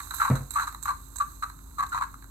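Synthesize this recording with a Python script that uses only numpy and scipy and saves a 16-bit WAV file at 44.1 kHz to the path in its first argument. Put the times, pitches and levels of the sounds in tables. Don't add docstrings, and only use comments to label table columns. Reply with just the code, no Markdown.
import sys
import numpy as np
from scipy import signal
from scipy.fft import rfft, irfft, next_fast_len
from scipy.io import wavfile

SR = 44100
rng = np.random.default_rng(int(sys.argv[2]) if len(sys.argv) > 2 else 0)


def transcribe(u):
    v = np.clip(np.atleast_2d(u).T, -1, 1)
    q = np.round(v * 32767).astype(np.int16)
    wavfile.write(sys.argv[1], SR, q)


N = 101429
T = np.arange(N) / SR
KITCHEN_T60_S, RECESS_T60_S = 0.29, 0.08


def from_db(db):
    return 10 ** (np.asarray(db) / 20)


def rms_one(x):
    return x / np.sqrt(np.mean(x ** 2) + 1e-20)


def colour(x, spectrum, keep_power=True):
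    size = 2 * next_fast_len(N)
    hz, db = np.transpose(spectrum)
    bins_hz = np.arange(size // 2 + 1) * SR / size
    gain = from_db(np.interp(np.log(bins_hz + 1), np.log(hz), db))
    cepstrum = irfft(np.log(rms_one(gain) if keep_power else gain))
    cepstrum[1:size // 2] *= 2
    cepstrum[size // 2 + 1:] = 0
    return irfft(rfft(x, size) * np.exp(rfft(cepstrum)))[..., :N]


def resonate(x, hz, width_hz):
    return signal.lfilter(*signal.iirpeak(hz, hz / width_hz, fs=SR), x)


def drift(rate_hz):
    lowpass = signal.butter(2, rate_hz, fs=SR, output="sos")
    return rms_one(signal.sosfilt(lowpass, rng.standard_normal(2 * N))[N:])


def grains(per_s, spread_db):
    sizes = from_db(spread_db * np.minimum(rng.exponential(1, N), 4))
    return rms_one(sizes * rng.choice([-1, 1], N) * (rng.random(N) < per_s / SR))


def envelope(start, attack_s, hold_s, release_s, t=T):
    rise = np.clip((t - start) / attack_s, 0, 1)
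    return rise * np.exp(-np.clip((t - start - hold_s) / release_s, 0, 20))


def echoes(x, t60, level_db, delay_s):
    t = T[:SR // 2]
    tails = rng.standard_normal((2, len(t))) * from_db(-60 * t / t60) * (t > delay_s)
    tails /= np.sqrt(np.sum(tails ** 2, axis=1, keepdims=True))
    return from_db(level_db) * signal.fftconvolve(x[None], tails, axes=1)[:, :N]


# freq_hz, gain_db
RUMBLE_SPECTRUM = [(20, -30), (36, -23), (50, -8.5), (70, 4), (110, -4.5), (220, -15.5), (340, -17.5),
                   (450, -28), (700, -32.5), (1100, -20), (1950, -50), (6000, -58), (16000, -90)]
# freq_hz, gain_db
AIR_SPECTRUM = [(100, -20), (8000, -17), (10000, -9), (13000, 0), (16000, -1)]


def room_tone():
    mains_hz, drone_hz = 49.6, 272
    mid, side = from_db(-51.5) * colour(rng.standard_normal((2, N)), RUMBLE_SPECTRUM)
    rumble = mid + from_db(-12) * side * [[1], [-1]]
    hum = np.sqrt(2) * from_db(-48) * np.sin(2 * np.pi * mains_hz * T)
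    drone = np.sqrt(2) * from_db(-58.5) * np.sin(2 * np.pi * drone_hz * T)
    air = from_db(-68) * colour(rng.standard_normal((2, N)), AIR_SPECTRUM)
    return rumble + hum + drone * [[1], [0]] + air


# start_s, push_db, knock_db
JOLTS = [(0.3009, -17, 0.5), (0.3086, -2.5, -6), (0.332, -9, -15), (0.3504, -15, -10.5), (0.406, -19, -21)]
# pitch_hz, level_db, t60_s
HOUSING_MODES = [(54, -38, 0.56), (95.5, -34, 0.38), (133.6, -11.5, 0.2), (205.6, -27, 0.16),
                 (231, -35.5, 0.25), (237.6, -24, 0.13), (361, -49, 0.21), (469, -37, 0.27),
                 (524, -38, 0.22), (655, -45, 0.33), (738, -44.5, 0.33)]
# freq_hz, gain_db
RATTLE_SPECTRUM = [(60, -13), (160, 5), (260, -3), (400, -9), (1300, -10), (2300, -22.5), (3600, -49)]


def housing_thump():
    push_top_hz = 180
    body, shake = np.zeros((2, N))
    for start, push_db, knock_db in JOLTS:
        age = np.maximum(T - start, 0)[:SR]
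        for hz, mode_db, t60 in HOUSING_MODES:
            db = push_db if hz < push_top_hz else knock_db
            body[:SR] += from_db(db + mode_db - 60 * age / t60) * np.sin(2 * np.pi * hz * age)
        shake += from_db(knock_db) * envelope(start, attack_s=0.00034, hold_s=0.0062, release_s=0.012)
    rattle = from_db(-28.5) * colour(shake * rng.standard_normal(N), RATTLE_SPECTRUM)
    return body + rattle + echoes(rattle, KITCHEN_T60_S, level_db=-3, delay_s=0.0028)


# pitch_hz, left_db, right_db, right_polarity
MUG_MODES = [(971, 1, -3, -1), (1028, 4, -2, -1), (1152, -1, -3, 1), (1251, -1, -4, 1), (1351, -4, -3, 1),
             (1585, -11, -6, 1)]


def mug_ring(x):
    ringing = np.zeros((2, N))
    for hz, left_db, right_db, polarity in MUG_MODES:
        sides = from_db([[left_db], [right_db]]) * [[1], [polarity]]
        ringing += sides * resonate(x, hz, width_hz=19)
    return from_db(0.1) * ringing


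# freq_hz, gain_db
OUTLET_SPECTRUM = [(350, -60.5), (620, -28.5), (780, -20.5), (920, -10), (1180, -1.5), (1620, -1),
                   (1820, -12), (2450, -20.5), (3100, -30.5), (5000, -50)]


def outlet(bursts):
    return colour(bursts, OUTLET_SPECTRUM)


# freq_hz, gain_db
NOZZLE_SPECTRUM = [(500, -30), (1100, 0), (1550, -31), (2050, -26), (2500, -16), (3280, -25), (3850, -1),
                   (4230, -2), (4430, -13), (5600, -18), (6300, -1.5), (6750, 0), (7050, -10), (7550, 4.5),
                   (8450, -1), (8750, -5), (9600, -16.5), (10300, -6.5), (11100, -2.5), (11750, -19),
                   (12650, 5.5), (13500, -4.5), (14300, -28), (15000, -18.5)]


def nozzle(spray, ticks, jets):
    ping = from_db(1) * resonate(spray + from_db(8) * ticks, hz=4050, width_hz=320)
    return colour(spray + ticks + jets + ping, NOZZLE_SPECTRUM)


# time_s, level_db
STEAM_LEVELS = [(0, -41), (.13, -43.5), (.16, -36), (.21, -36.5), (.31, -44), (.41, -48.5), (.50, -50.5),
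                (.53, -42.5), (.63, -44.5), (.72, -48), (.81, -53), (.85, -40.5), (.96, -51), (1.14, -50),
                (1.3, -48.5), (1.55, -53), (1.9, -51), (2.3, -55.5)]


def steam():
    level = from_db(np.interp(T, *np.transpose(STEAM_LEVELS)))
    fizz_share = 0.52
    rush = np.sqrt(1 - fizz_share) * rng.standard_normal(N)
    fizz = np.sqrt(fizz_share) * grains(per_s=2500, spread_db=2)
    simmer = from_db(-13.5) * outlet(level * grains(per_s=880, spread_db=-8.5))
    return simmer, level * (rush + fizz)


# start_s, pop_db, tick_db
DROPLETS = [(0.032, -36.5, -38), (0.071, -40.5, -55), (0.107, -38, -31.5), (0.299, -32, -29),
            (0.507, -37, -27), (0.536, -32.5, -33), (0.725, -38, -38.5), (.746, -31.5, -35),
            (0.826, -39.5, -26.5), (1.158, -31, -33), (1.183, -32, -33), (1.498, -36.5, -40.5),
            (1.589, -43, -45), (1.709, -47, -59), (1.867, -38, -45.5), (2.14, -38.5, -41.5),
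            (2.223, -36, -46), (2.241, -40.5, -44)]


def droplets():
    pop, tick = np.zeros((2, N))
    for start, pop_db, tick_db in DROPLETS:
        splash = envelope(start, attack_s=0.0015, hold_s=0.001, release_s=0.002)
        pop += from_db(pop_db) * splash
        tick += from_db(tick_db) * splash
    return outlet(pop * rng.standard_normal(N)), tick * rng.standard_normal(N)


# start_s, length_s,
# level_db, from_hz, to_hz
SQUIRTS = [(0.14, 0.0094, -26, 9400, 12140), (0.154, 0.014, -34, 12550, 13500),
           (0.184, 0.0038, -33.5, 7470, 8200), (0.505, 0.0046, -30, 7110, 8230),
           (0.511, 0.0068, -35, 8900, 13140), (0.54, 0.0014, -31, 7800, 8040),
           (0.83, 0.0065, -31.5, 6680, 7830), (1.158, 0.012, -32.5, 5835, 7920),
           (1.183, 0.007, -32, 7000, 7600), (1.863, 0.004, -36.5, 4033, 4080),
           (1.886, 0.014, -42, 7000, 8400)]


def squirts():
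    out = np.zeros(N)
    width_hz = 640
    hoarse = drift(width_hz) + 1j * drift(width_hz)
    hiss = from_db(-7.5) * rng.standard_normal(N)
    for start, length, db, from_hz, to_hz in SQUIRTS:
        pitch = np.interp(T, [start, start + length], [from_hz, to_hz])
        phase = 2 * np.pi * np.cumsum(pitch) / SR
        whistle = 0.5 * np.real(hoarse * np.exp(1j * phase))
        out += from_db(db) * envelope(start, length / 2, length, release_s=0.0022) * (whistle + hiss)
    return out


# start_s, length_s, level_db, pitch_hz, roughness
GULPS = [(.000, 0.0069, -29, 1185, 1.1), (0.106, 0.017, -38, 1240, 0.99), (0.137, 0.0046, -32, 1126, 0.76),
         (0.182, 0.0099, -41, 1450, 1.1), (0.198, 0.02, -21, 1376, 0.58), (0.217, 0.0086, -23, 1275, 0.77),
         (0.225, 0.024, -26.5, 1166, 0.6), (0.248, 0.0085, -19.5, 1142, 0.6),
         (0.272, 0.016, -25, 1143, 0.44), (0.353, 0.026, -37, 1202, 1.06), (0.546, 0.011, -40, 1300, 1),
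         (0.556, 0.0073, -22, 1222, 0.31), (0.565, 0.011, -24.5, 1211, 0.5),
         (0.584, 0.0042, -21, 1342, 0.54), (0.595, 0.0057, -19.5, 1239, 0.54),
         (0.603, 0.023, -34, 1448, 0.6), (0.617, 0.007, -30, 1164, 0.15), (0.630, 0.017, -34, 1383, 0.98),
         (0.668, 0.013, -39, 1197, 0.6), (0.673, 0.0053, -28, 1220, 0.46), (0.685, 0.0088, -40, 1340, 0.88),
         (0.743, 0.0049, -49, 1210, 0.7), (0.854, 0.0043, -23.5, 1203, 0.43),
         (0.872, 0.0032, -28, 1450, 0.48), (0.879, 0.016, -22.5, 1175, 0.37),
         (.901, 0.0087, -27, 1111, 0.21), (1.1997, 0.012, -20, 1198, 0.18),
         (1.218, 0.0054, -33, 1530, 0.72), (1.423, 0.0081, -27.5, 1275, 0.48),
         (1.429, 0.0056, -24.5, 1259, 0.01), (1.435, 0.0065, -29.5, 1274, 0.61),
         (1.771, 0.0079, -49, 1270, 0), (1.782, 0.018, -25.5, 1175, 0.29), (1.803, 0.0057, -24, 1151, 0.31),
         (1.824, 0.013, -24, 1168, 0.41), (1.918, 0.019, -28.5, 1400, 0.36),
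         (1.944, 0.0047, -22, 1120, 0.44), (1.952, 0.0069, -29, 1162, 0.3),
         (1.963, 0.0053, -28.5, 1102, 0.2), (1.974, 0.0039, -23, 1115, 0.38),
         (1.984, 0.0019, -26, 1123, 0.7), (1.994, 0.011, -39.5, 1050, 0), (2.009, 0.0026, -23.5, 1130, 0.3),
         (2.018, 0.007, -21.5, 1138, 0.34), (2.034, 0.006, -31, 1464, 0.83)]


def gulps():
    attack_s, release_s = 0.002, 0.0042
    swell_db, octave_db = 12.5, -31
    pitch_sag, pitch_wobble = 0.086, 0.126
    note, crackle, spray = np.zeros((3, N))
    wobble, flutter = drift(rate_hz=246), drift(rate_hz=300)
    for start, length, db, hz, rough in GULPS:
        now = (T > start) & (T < start + length + 10 * release_s)
        rough = np.clip(rough, 0, 1)
        progress = np.clip((T[now] - start) / length, 0, 1) - 0.5
        swell = from_db(swell_db * (1 - 2 * rough) * progress)
        shape = envelope(start, attack_s, length, release_s, T[now]) * swell
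        pitch = hz * (1 - pitch_sag * progress + pitch_wobble * rough * wobble[now])
        phase = 2 * np.pi * np.cumsum(pitch) / SR
        tone = np.sin(phase) + from_db(octave_db) * np.sin(2 * phase)
        tone *= 1 + 0.5 * rough * flutter[now]
        note[now] += from_db(db) * np.sqrt(1 - rough ** 2) * shape * tone
        crackle[now] += from_db(db) * rough * shape
        spray_db = -38.5 + 0.29 * (db + 14)
        spray[now] += from_db(spray_db) * np.sqrt(2 * rough) * shape
    films = outlet(crackle * grains(per_s=7000, spread_db=1))
    gurgle = from_db(-3.5) * np.sqrt(2) * note + films
    pocket_cut = signal.butter(6, 737, "high", fs=SR, output="sos")
    mist = signal.lfilter(*signal.butter(1, 6500, fs=SR), grains(per_s=9700, spread_db=-5.5))
    return signal.sosfilt(pocket_cut, gurgle), spray * rms_one(mist)


# freq_hz, gain_db
LEFT_GURGLE_SHADE = [(1150, 1.0), (1350, 0), (1650, -5), (2400, -6), (3200, -11)]
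# freq_hz, gain_db
LEFT_HISS_SHADE = [(2000, -12), (4000, -36), (8000, -34), (13000, -25)]


def scene():
    gurgle, spray = gulps()
    simmer, hiss = steam()
    pops, ticks = droplets()
    low = gurgle + simmer + pops
    recess = echoes(low, RECESS_T60_S, level_db=-8.5, delay_s=0.006)
    kitchen = echoes(low, KITCHEN_T60_S, level_db=-12, delay_s=0.022)
    low_left, low_right = low + mug_ring(low) + recess + kitchen
    high = nozzle(spray, ticks, jets=hiss + squirts())
    echo_left, echo_right = echoes(high, KITCHEN_T60_S, level_db=-4, delay_s=0.0015)
    left = colour(low_left, LEFT_GURGLE_SHADE, keep_power=False)
    left = np.interp(T - 0.00006, T, left)
    left += colour(0.5 * high + echo_left, LEFT_HISS_SHADE, keep_power=False)
    right = low_right + high + from_db(-4) * echo_right
    return np.array([left, right]) + housing_thump() + room_tone()


def record(dry):
    low_cut_hz, high_cut_hz = 43.9, 15750
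    dry = signal.sosfilt(signal.butter(8, low_cut_hz, "high", fs=SR, output="sos"), dry)
    return signal.sosfilt(signal.ellip(10, 0.1, 80, high_cut_hz, fs=SR, output="sos"), dry)


dry = scene()
out = record(dry)
transcribe(out)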